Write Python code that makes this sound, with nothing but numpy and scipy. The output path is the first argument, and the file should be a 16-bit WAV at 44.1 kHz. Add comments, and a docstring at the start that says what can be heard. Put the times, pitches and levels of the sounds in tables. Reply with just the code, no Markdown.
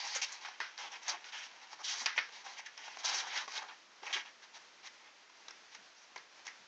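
"""A small room, with a small microphone close to a thick book whose stiff, glossy pages a hand lets drop.
Sheets rub over each other with the grainy hiss of stick and slip, buckle with a hollow knock, flick free
of the thumb and settle on the stack with a soft bump. Between turns the edges creep under the thumb.
The near walls give every flick a short tail, over a steady faint hiss."""
import sys
import numpy as np
from scipy import signal
from scipy.fft import rfft, irfft
from scipy.io import wavfile
from scipy.ndimage import uniform_filter1d

SR = 44100
rng = np.random.default_rng(int(sys.argv[2]) if len(sys.argv) > 2 else 0)


def inscribe(sig):
    """Save sig as 16-bit PCM at rate SR to the path in sys.argv[1].

    A 1-D sig is mono; a 2-D sig holds one channel per row.
    Samples are clipped to [-1, 1] before scaling.
    """
    pcm = np.round(np.clip(np.atleast_2d(sig).T, -1, 1) * 32767)
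    wavfile.write(sys.argv[1], SR, pcm.astype(np.int16))


N = 294147

# Event levels are before any trim_db. Flex (lows) and hiss (highs) are relative to the sheet's midrange.
# Short rubs. Each row: start and length in seconds, then level, flex, hiss and start-to-end swell in dB.
SHEET_RUBS = [(0, 0.2, -46.5, -11, 2.5, -3), (0.244, .15, -53, -7, 1.5, -12),
              (0.411, 0.11, -57, -4, 0.5, -11.5), (0.785, 0.098, -49, -2, -2, -2.5),
              (0.916, 0.054, -48.5, -2, -3, -1), (1.248, 0.061, -55, -12, -1, -4.5),
              (1.325, .144, -47.5, -17, -4.5, -3), (1.616, 0.038, -58.5, 0.5, -0.5, -6),
              (1.703, .038, -59, 3, 4.5, 11), (1.788, 0.029, -63.5, 13, 6, 5.5),
              (2.163, .018, -45.5, -8, -3.5, -3.5), (2.325, .097, -56, -8, 2, -7),
              (2.445, 0.14, -56, -1.5, 0.5, -12), (2.568, .031, -46, -19, -4, 14.5),
              (2.654, 0.018, -53, -20, -1.5, 2.5), (2.773, .2, -53.5, -5.5, -3.5, -3),
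              (2.986, 0.058, -53, -1.5, 2, -2), (4.022, 0.097, -50.5, 1, -2.5, 13),
              (4.161, 0.058, -41, -8.5, -8.5, -17), (4.253, 0.044, -56.5, -3.5, -4.5, -6),
              (4.423, 0.032, -59, -6, -1, 1), (4.532, 0.041, -56, -2.5, 1, 14),
              (4.832, 0.045, -52.5, -10.5, 0, 9.5), (5, 0.1, -64, -2.5, -14, 5.5),
              (5.342, .083, -65, -1.5, 1.5, 4.5), (5.719, .042, -56.5, -4, 0, 6),
              (5.95, 0.1, -69, -10, 5.5, 3), (6.454, 0.025, -55, -11.5, -0.5, -9)]
# Long drags of a page over its neighbour; the last runs across two curves.
# Each point of a curve: time in seconds, then level, flex and hiss in dB.
PAGE_DRAGS = [
    [(1.02, -61, 0.5, -2.5), (1.034, -56, -13, 1), (1.062, -54.5, -8, -0.5), (1.08, -44.5, -4.5, -2.5),
     (1.096, -43, -1, 13), (1.144, -48, 1.5, -16.5), (1.18, -57, 1, -15)],
    [(1.835, -66.5, 3.5, 17.5), (1.847, -51.5, -9.5, 14.5), (1.875, -47.5, -11.5, 5.5),
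     (1.895, -42.5, -17, 8), (1.939, -45.5, -5.5, 4), (1.949, -48.5, -3.5, 0), (1.977, -50.5, -6, 7),
     (2.023, -54.5, 6, 10.5), (2.043, -50, -6, 2), (2.052, -53.5, 2, 9.5)],
    [(3.035, -53, -10.5, 0.5), (3.049, -44, -5, 10), (3.111, -42.5, -1.5, 3), (3.153, -44.5, -0.5, 7.5),
     (3.207, -43.5, -6.5, -1.5), (3.247, -51.5, 6, -0.5), (3.317, -44.5, -8.5, -6.5),
     (3.383, -39, -8.5, -6), (3.441, -51, -3, -6), (3.46, -61, -6.5, -1.5)],
    [(3.49, -54.5, -1, 3), (3.5, -56, -4, 1), (3.58, -44, -4.5, 2), (3.606, -56.5, 4, -2),
     (3.622, -57, 13.5, -17), (3.678, -62.5, 1, -21.5), (3.686, -51, 0, -10), (3.714, -56, 1, -28),
     (3.744, -65, 2, -4), (3.75, -64, -3, -12)],
]
# Sheets leaving the thumb. Each row: start and length in seconds, level, flex and hiss in dB,
# curl resonance in Hz, shiver in dB relative to the level.
THUMB_FLICKS = [(0.148, 0.028, -43, -11, 6, 6970, -2.5), (0.214, 0.036, -39.5, -14, 3.5, 2600, -26),
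                (0.32, 0.013, -59, -13, 13, 7350, -16), (0.448, 0.016, -46, -5, -7, 1160, -1),
                (0.6022, 0.0035, -36, 2, -6, 1860, -5.5), (0.607, .016, -45, -5, -11, 1530, -1.5),
                (.777, 0.0028, -46, -18, 4, 4900, -4.5), (1.08, 0.0091, -40.5, -20, 2.5, 6570, -15),
                (1.242, 0.0041, -48, -19, -16, 4130, -6), (2.0586, 0.0081, -30, -8, 2, 4670, -6),
                (2.177, 0.014, -27.5, -9, -23, 2510, -11.5), (2.604, 0.0035, -54, -22, -7, 1930, -24),
                (2.66, 0.012, -46, -21, -4.5, 1910, -10), (2.776, 0.0076, -51.5, -14, 2, 5350, -14),
                (3.045, .011, -47.5, 1.5, 12.5, 6330, -16), (3.374, 0.0043, -40, -12, 4.5, 4930, -14),
                (3.576, 0.0092, -48.5, 0, 9.5, 3600, -16), (4.065, 0.018, -43.5, -7, -11, 2340, -16),
                (4.1263, 0.031, -35, -20, -5.5, 3300, -8), (4.87, 0.006, -54, -9, 3.5, 4020, -22),
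                (5.4822, 0.0053, -53, 4.5, 8.5, 3760, -5), (5.506, .007, -53, 0, 3.5, 5500, -11),
                (5.747, .008, -49, -8, -2, 2000, -13), (6.159, 0.01, -45, -3.5, -7.5, 2160, -15),
                (6.176, .008, -54, -5, 2, 4330, -8), (6.467, 0.0045, -46.5, -7.5, 7.5, 6460, -8),
                (6.476, 0.011, -45, -14, -7, 2080, -13)]
# Bowed sheets buckling. Each row: start in seconds, level in dB.
BUCKLES = [(0.158, -40.5), (.482, -45.5), (1.727, -46), (2.287, -51.5), (2.461, -45.5), (2.878, -46.5),
           (2.968, -44), (3.476, -40.5), (3.621, -45.5), (4.028, -46), (5.294, -59), (6.39, -59.5)]
# A page or the stack settling. Each row: start in seconds, peak in dB, pitch in Hz.
STACK_BUMPS = [(.156, -46, 553), (.602, -59, 352), (1.135, -59, 440), (2.012, -65, 266), (4.024, -55, 450),
               (4.154, -52, 384), (5.78, -69, 196), (6.161, -61, 434), (6.592, -70.5, 188)]
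# Rustle under the thumb. Each row: time in seconds, level in dB.
THUMB_RUSTLE = [(0, -58.5), (2.7, -61.5), (3.6, -68), (3.8, -77.5), (6.67, -77)]
# Modes of the bowed pages and the air between them. Each row: centre and width in Hz, lift in dB.
PAGE_MODES = [(906, 480, 3), (1600, 79, 2.5), (2110, 69, 2), (3227, 170, 5), (3890, 180, 4), (4600, 140, 3),
              (5760, 1100, 3.5), (6425, 400, 4.5)]
# Spectra of the paper, a shivering sheet, the room's tail and its steady hiss.
# Each row: frequency in Hz, relative level in dB.
PAPER_COLOUR = [(60, -69.5), (120, -38), (200, -34.5), (310, -18.5), (550, -11), (700, -5), (860, 2),
                (1350, -5.5), (2200, -2.5), (3000, -7.5), (3600, -9), (5700, -6), (7000, -13.5),
                (8900, -32.5)]
SHIVER_COLOUR = [(60, -66.5), (300, -31.5), (900, -9.5), (1600, 2.5), (2250, -1.5), (3000, -6),
                 (5800, -7.5), (7500, -39)]
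TAIL_COLOUR = [(100, 4.5), (900, -2), (2200, 1), (4500, -8.5), (5800, -2.5), (8000, -2)]
ROOM_TONE_COLOUR = [(25, -36), (60, -27.5), (125, -22), (190, -14), (320, -9), (600, -6.5), (780, -4),
                    (1200, -3.5), (2200, -3.5), (2900, -6), (6000, -8), (7000, -12), (8900, -30)]

FLEX_HZ, HISS_HZ = 1510, 3560  # the whole sheet bends below the first; its fibres hiss above the second
RING = 8192  # samples allowed for a ring to die away


def slides(edge_s=0.008, arch_db=1.5, trim_db=-1.9):
    """Sheet rubs on sheet in a short stroke that swells or fades, with a push of speed in its middle."""
    rub, out = friction(catch_db=1.16), np.zeros(N)
    for s, length, db, flex_db, hiss_db, swell_db in SHEET_RUBS:
        start = max(s - edge_s, 0)
        i = np.arange(int(start * SR), min(int((s + length + 2 * edge_s) * SR), N))
        t = i / SR - s
        contact = np.clip(t / edge_s + .5, 0, 1) * np.clip((length - t) / (2 * edge_s) + .5, 0, 1)
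        along = np.clip(t / length, 0, 1)
        speed = undb(swell_db * along + arch_db * np.sin(np.pi * along))
        force = unit(np.sqrt(contact) * speed) * np.sqrt(length * SR / len(i))
        # a tauter sheet hisses more and its curled edge rings higher
        curl_hz = np.clip(3846 * 2 ** (hiss_db / 12.5), 1900, 6800)
        add(out, start, undb(db + trim_db) * sheet(rub[i] * force, flex_db, hiss_db, curl_hz, curl_db=4))
    return out


def drags(edge_s=.006, trim_db=-2.2):
    """A page is drawn over its neighbour, shifting between hiss and flex as it tightens and slackens."""
    t, hz = np.arange(N) / SR, np.fft.rfftfreq(N, 1 / SR)
    rub = rfft(sheet(friction(catch_db=1), flex_db=-2, hiss_db=5.5, curl_hz=885, curl_db=-2)[:N])
    flex, mid, hiss = (unit(irfft(rub * np.sqrt(np.abs(share)), N)) for share in registers(hz))
    out = np.zeros(N)
    for curve in PAGE_DRAGS:
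        s, *columns = np.transpose(curve)
        level, flexing, hissing = (undb(np.interp(t, s, db)) for db in columns)
        contact = np.clip(1 + np.minimum(t - s[0], s[-1] - t) / edge_s, 0, 1)
        out += contact * level * (mid + flexing * flex + hissing * hiss)
    return undb(trim_db) * out


def flicks(shiver_t60_s=0.31, trim_db=-0.7):
    """A sheet snaps free of the thumb, right by the microphone, and shivers on."""
    crackle = slips(rate=3000, spread_db=3) + undb(-2) * rng.standard_normal(N)
    decay = np.exp(-np.log(1000) * np.arange(RING) / SR / shiver_t60_s)
    snaps, shiver = np.zeros(N), np.zeros(N)
    for s, length, db, flex_db, hiss_db, curl_hz, shiver_db in THUMB_FLICKS:
        force = kink(crackle, s, length, rise_s=0.11 * length, fade_db=6)
        curl_db = 10.5 + 0.18 * hiss_db  # a taut curl rings more strongly than a slack one
        add(snaps, s, undb(db + trim_db) * sheet(force, flex_db, hiss_db, curl_hz, curl_db))
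        add(shiver, s + length / 2, undb(db + shiver_db) * rng.standard_normal(RING) * decay)
    return snaps + tint(shiver, SHIVER_COLOUR)[:N]


def crinkles(rubbing, tick_db=-14, knock_db=-16):
    """A rubbing sheet also creases with little ticks and now and then flexes with a hollow knock."""
    effort = np.sqrt(np.abs(uniform_filter1d(rubbing ** 2, size=1024)))
    creasing = effort * slips(rate=140, spread_db=1)
    flexing = effort * slips(rate=32, spread_db=0.8)
    ticks = sheet(creasing, flex_db=-8.5, hiss_db=0.5, curl_hz=3700, curl_db=0)[:N]
    hollow = sheet(flexing, flex_db=18.5, hiss_db=-9.5, curl_hz=880, curl_db=8.5)[:N]
    return np.sqrt(np.mean(rubbing ** 2)) * (undb(tick_db) * unit(ticks) + undb(knock_db) * unit(hollow))


def knocks(trim_db=-8):
    """A kink through the slack middle of a sheet sounds mostly its low flex."""
    crackle = slips(rate=3000, spread_db=5) + rng.standard_normal(N)
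    push = np.zeros(N)
    for s, db in BUCKLES:
        add(push, s, undb(db + trim_db) * kink(crackle, s, length_s=.01, rise_s=.0035, fade_db=8))
    return sheet(push, flex_db=5, hiss_db=-3, curl_hz=1230, curl_db=-1)[:N]


def bumps(rise_cycles=2.3, waver_rad=0.99):
    """The heavy stack gives way under a soft push and rings dully, with an unsteady pitch."""
    out, t = np.zeros(N), np.arange(RING) / SR
    for s, db, hz in STACK_BUMPS:
        waver = waver_rad * walk(hz / 2)[:RING]
        rise_s = rise_cycles / hz
        envelope = t / rise_s * np.exp(1 - t / rise_s)
        add(out, s, undb(db) * envelope * np.sin(2 * np.pi * hz * t + waver))
    return out


def grip():
    """Page edges creep under the thumb that holds them back."""
    s, db = np.transpose(THUMB_RUSTLE)
    creep = sheet(slips(rate=1800, spread_db=2.5), flex_db=-4, hiss_db=-5, curl_hz=2170, curl_db=-3)
    return undb(np.interp(np.arange(N) / SR, s, db)) * unit(creep[:N])


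def sheet(push, flex_db, hiss_db, curl_hz, curl_db):
    """Paper answers a force: a slack sheet flexes low, a taut edge hisses high, the curl resonates."""
    hz = np.fft.rfftfreq(RING, 1 / SR)
    lift_db = sum(db / (1 + (2 * (hz - centre) / width) ** 2) for centre, width, db in PAGE_MODES)
    curl_width_hz = 150 + 0.079 * curl_hz
    lift_db += curl_db * np.exp(-.5 * ((hz - curl_hz) / curl_width_hz) ** 2)
    paper = undb(colour(PAPER_COLOUR, hz) + lift_db) ** 2
    # each register is scaled to its own power
    levels = zip(registers(hz), (flex_db, 0, hiss_db))
    power = sum(undb(db) ** 2 * paper * share / np.sum(paper * share) for share, db in levels)
    return signal.fftconvolve(push, response(10 * np.log10(power + 1e-20))) * np.sqrt(power.sum())


def registers(hz):
    """Shares of the power at each frequency that belong to flex, midrange and hiss."""
    flex, below_hiss = (1 / (1 + (hz / edge) ** 10) for edge in (FLEX_HZ, HISS_HZ))
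    return flex, below_hiss - flex, 1 - below_hiss


def friction(catch_db, wander_db=1.74):
    """Dense slips over a smooth hiss, catching and letting go."""
    force = unit(slips(rate=4500, spread_db=2.5) + undb(1) * rng.standard_normal(N))
    spectrum = rfft(force * undb(catch_db * walk(70)))
    # the contact patch wanders, so each band swells and sinks on its own
    hz = np.fft.rfftfreq(N, 1 / SR)
    edges_hz = [0, 650, 1150, 1800, 2700, 3900, 5200, SR]
    bands = (irfft(spectrum * (hz >= lo) * (hz < hi), N) for lo, hi in zip(edges_hz, edges_hz[1:]))
    return unit(sum(band * undb(wander_db * walk(45)) for band in bands))


def slips(rate, spread_db):
    """Tiny stick-slip impulses, about `rate` a second, a few much larger than the rest."""
    happens = rng.random(N) < rate / SR
    size = undb(spread_db * np.minimum(rng.exponential(size=N), 5))
    return unit(happens * size * rng.choice([-1, 1], N))


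def kink(crackle, s, length_s, rise_s, fade_db):
    """The force of a kink running across a sheet: a burst of crackles that rises quickly and fades."""
    t = np.arange(max(int(length_s * SR), 20)) / SR
    i = int(s * SR)
    return unit(crackle[i:i + len(t)] * np.clip(t / rise_s, 0, 1) * undb(-fade_db * t / length_s))


def room(direct, tail_db=-8, turns_per_s=1.3):
    """As the pages swing they face different walls, so the echoes at the microphone keep changing."""
    angle = 2 * np.pi * turns_per_s * np.arange(N) / SR
    tail = echoes(direct * np.cos(angle)) + echoes(direct * np.sin(angle))
    return direct + undb(tail_db) * tint(tail, TAIL_COLOUR)[:N]


def echoes(x, first_echo_s=0.0026, t60_s=0.19):
    """One diffuse tail of unit energy from the table and near walls."""
    t = np.arange(2 * RING) / SR
    tail = rng.standard_normal(len(t)) * np.exp(-np.log(1000) * t / t60_s) * (t > first_echo_s)
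    return signal.fftconvolve(x, tail / np.sqrt(np.sum(tail ** 2)))[:N]


def room_tone(hiss_db=-61, waver_db=1.1, hum_hz=60, hum_db=-105):
    """Behind the book, the even hiss of the room with a trace of mains hum."""
    gain = undb(colour(ROOM_TONE_COLOUR, np.fft.rfftfreq(N, 1 / SR)))
    hiss = unit(irfft(rfft(rng.standard_normal(N)) * gain, N))
    hum = np.sqrt(2) * np.sin(2 * np.pi * hum_hz * np.arange(N) / SR)
    return hiss * undb(hiss_db + waver_db * walk(12)) + undb(hum_db) * hum


def undb(db):
    """Decibels to gain."""
    return 10 ** (np.asarray(db) / 20)


def unit(x):
    """Scale to an rms of one."""
    return x / np.sqrt(np.mean(x ** 2) + 1e-20)


def add(out, s, x):
    """Mix x into out from s seconds on."""
    i = max(int(s * SR), 0)
    out[i:i + len(x)] += x[:max(N - i, 0)]


def walk(rate):
    """Glide between random values, `rate` a second, with an rms of one."""
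    hold = max(int(SR / rate), 1)
    steps = np.repeat(rng.standard_normal(N // hold + 1), hold)
    return unit(uniform_filter1d(steps, hold)[:N])


def colour(points, hz):
    """Level in dB of a spectrum at the given frequencies."""
    points_hz, db = np.transpose(points)
    return np.interp(np.log(hz + 1), np.log(points_hz), db)


def response(db):
    """Minimum-phase impulse response of unit energy for a gain curve in dB."""
    cepstrum = irfft(np.log(undb(db)))
    cepstrum[1:RING // 2] *= 2
    cepstrum[RING // 2 + 1:] = 0
    impulse = irfft(np.exp(rfft(cepstrum)))
    return impulse / np.sqrt(np.sum(impulse ** 2))


def tint(x, points):
    """Filter by a spectrum; white noise keeps its level."""
    return signal.fftconvolve(x, response(colour(points, np.fft.rfftfreq(RING, 1 / SR))))


def scene():
    """The book close up, the small room around it, in mono."""
    rubbing = slides() + drags()
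    book = rubbing + crinkles(rubbing) + flicks() + knocks() + grip() + bumps()
    return (room(book) + room_tone())[None]


def record(dry):
    """A small narrow-band microphone: the treble rolls off, then is cut."""
    rolloff_hz, cut_hz = 6990, 9000
    soft = signal.sosfilt(signal.butter(6, rolloff_hz, fs=SR, output="sos"), dry)
    return signal.sosfilt(signal.ellip(10, .2, 80, cut_hz, fs=SR, output="sos"), soft)


dry = scene()
out = record(dry)
inscribe(out)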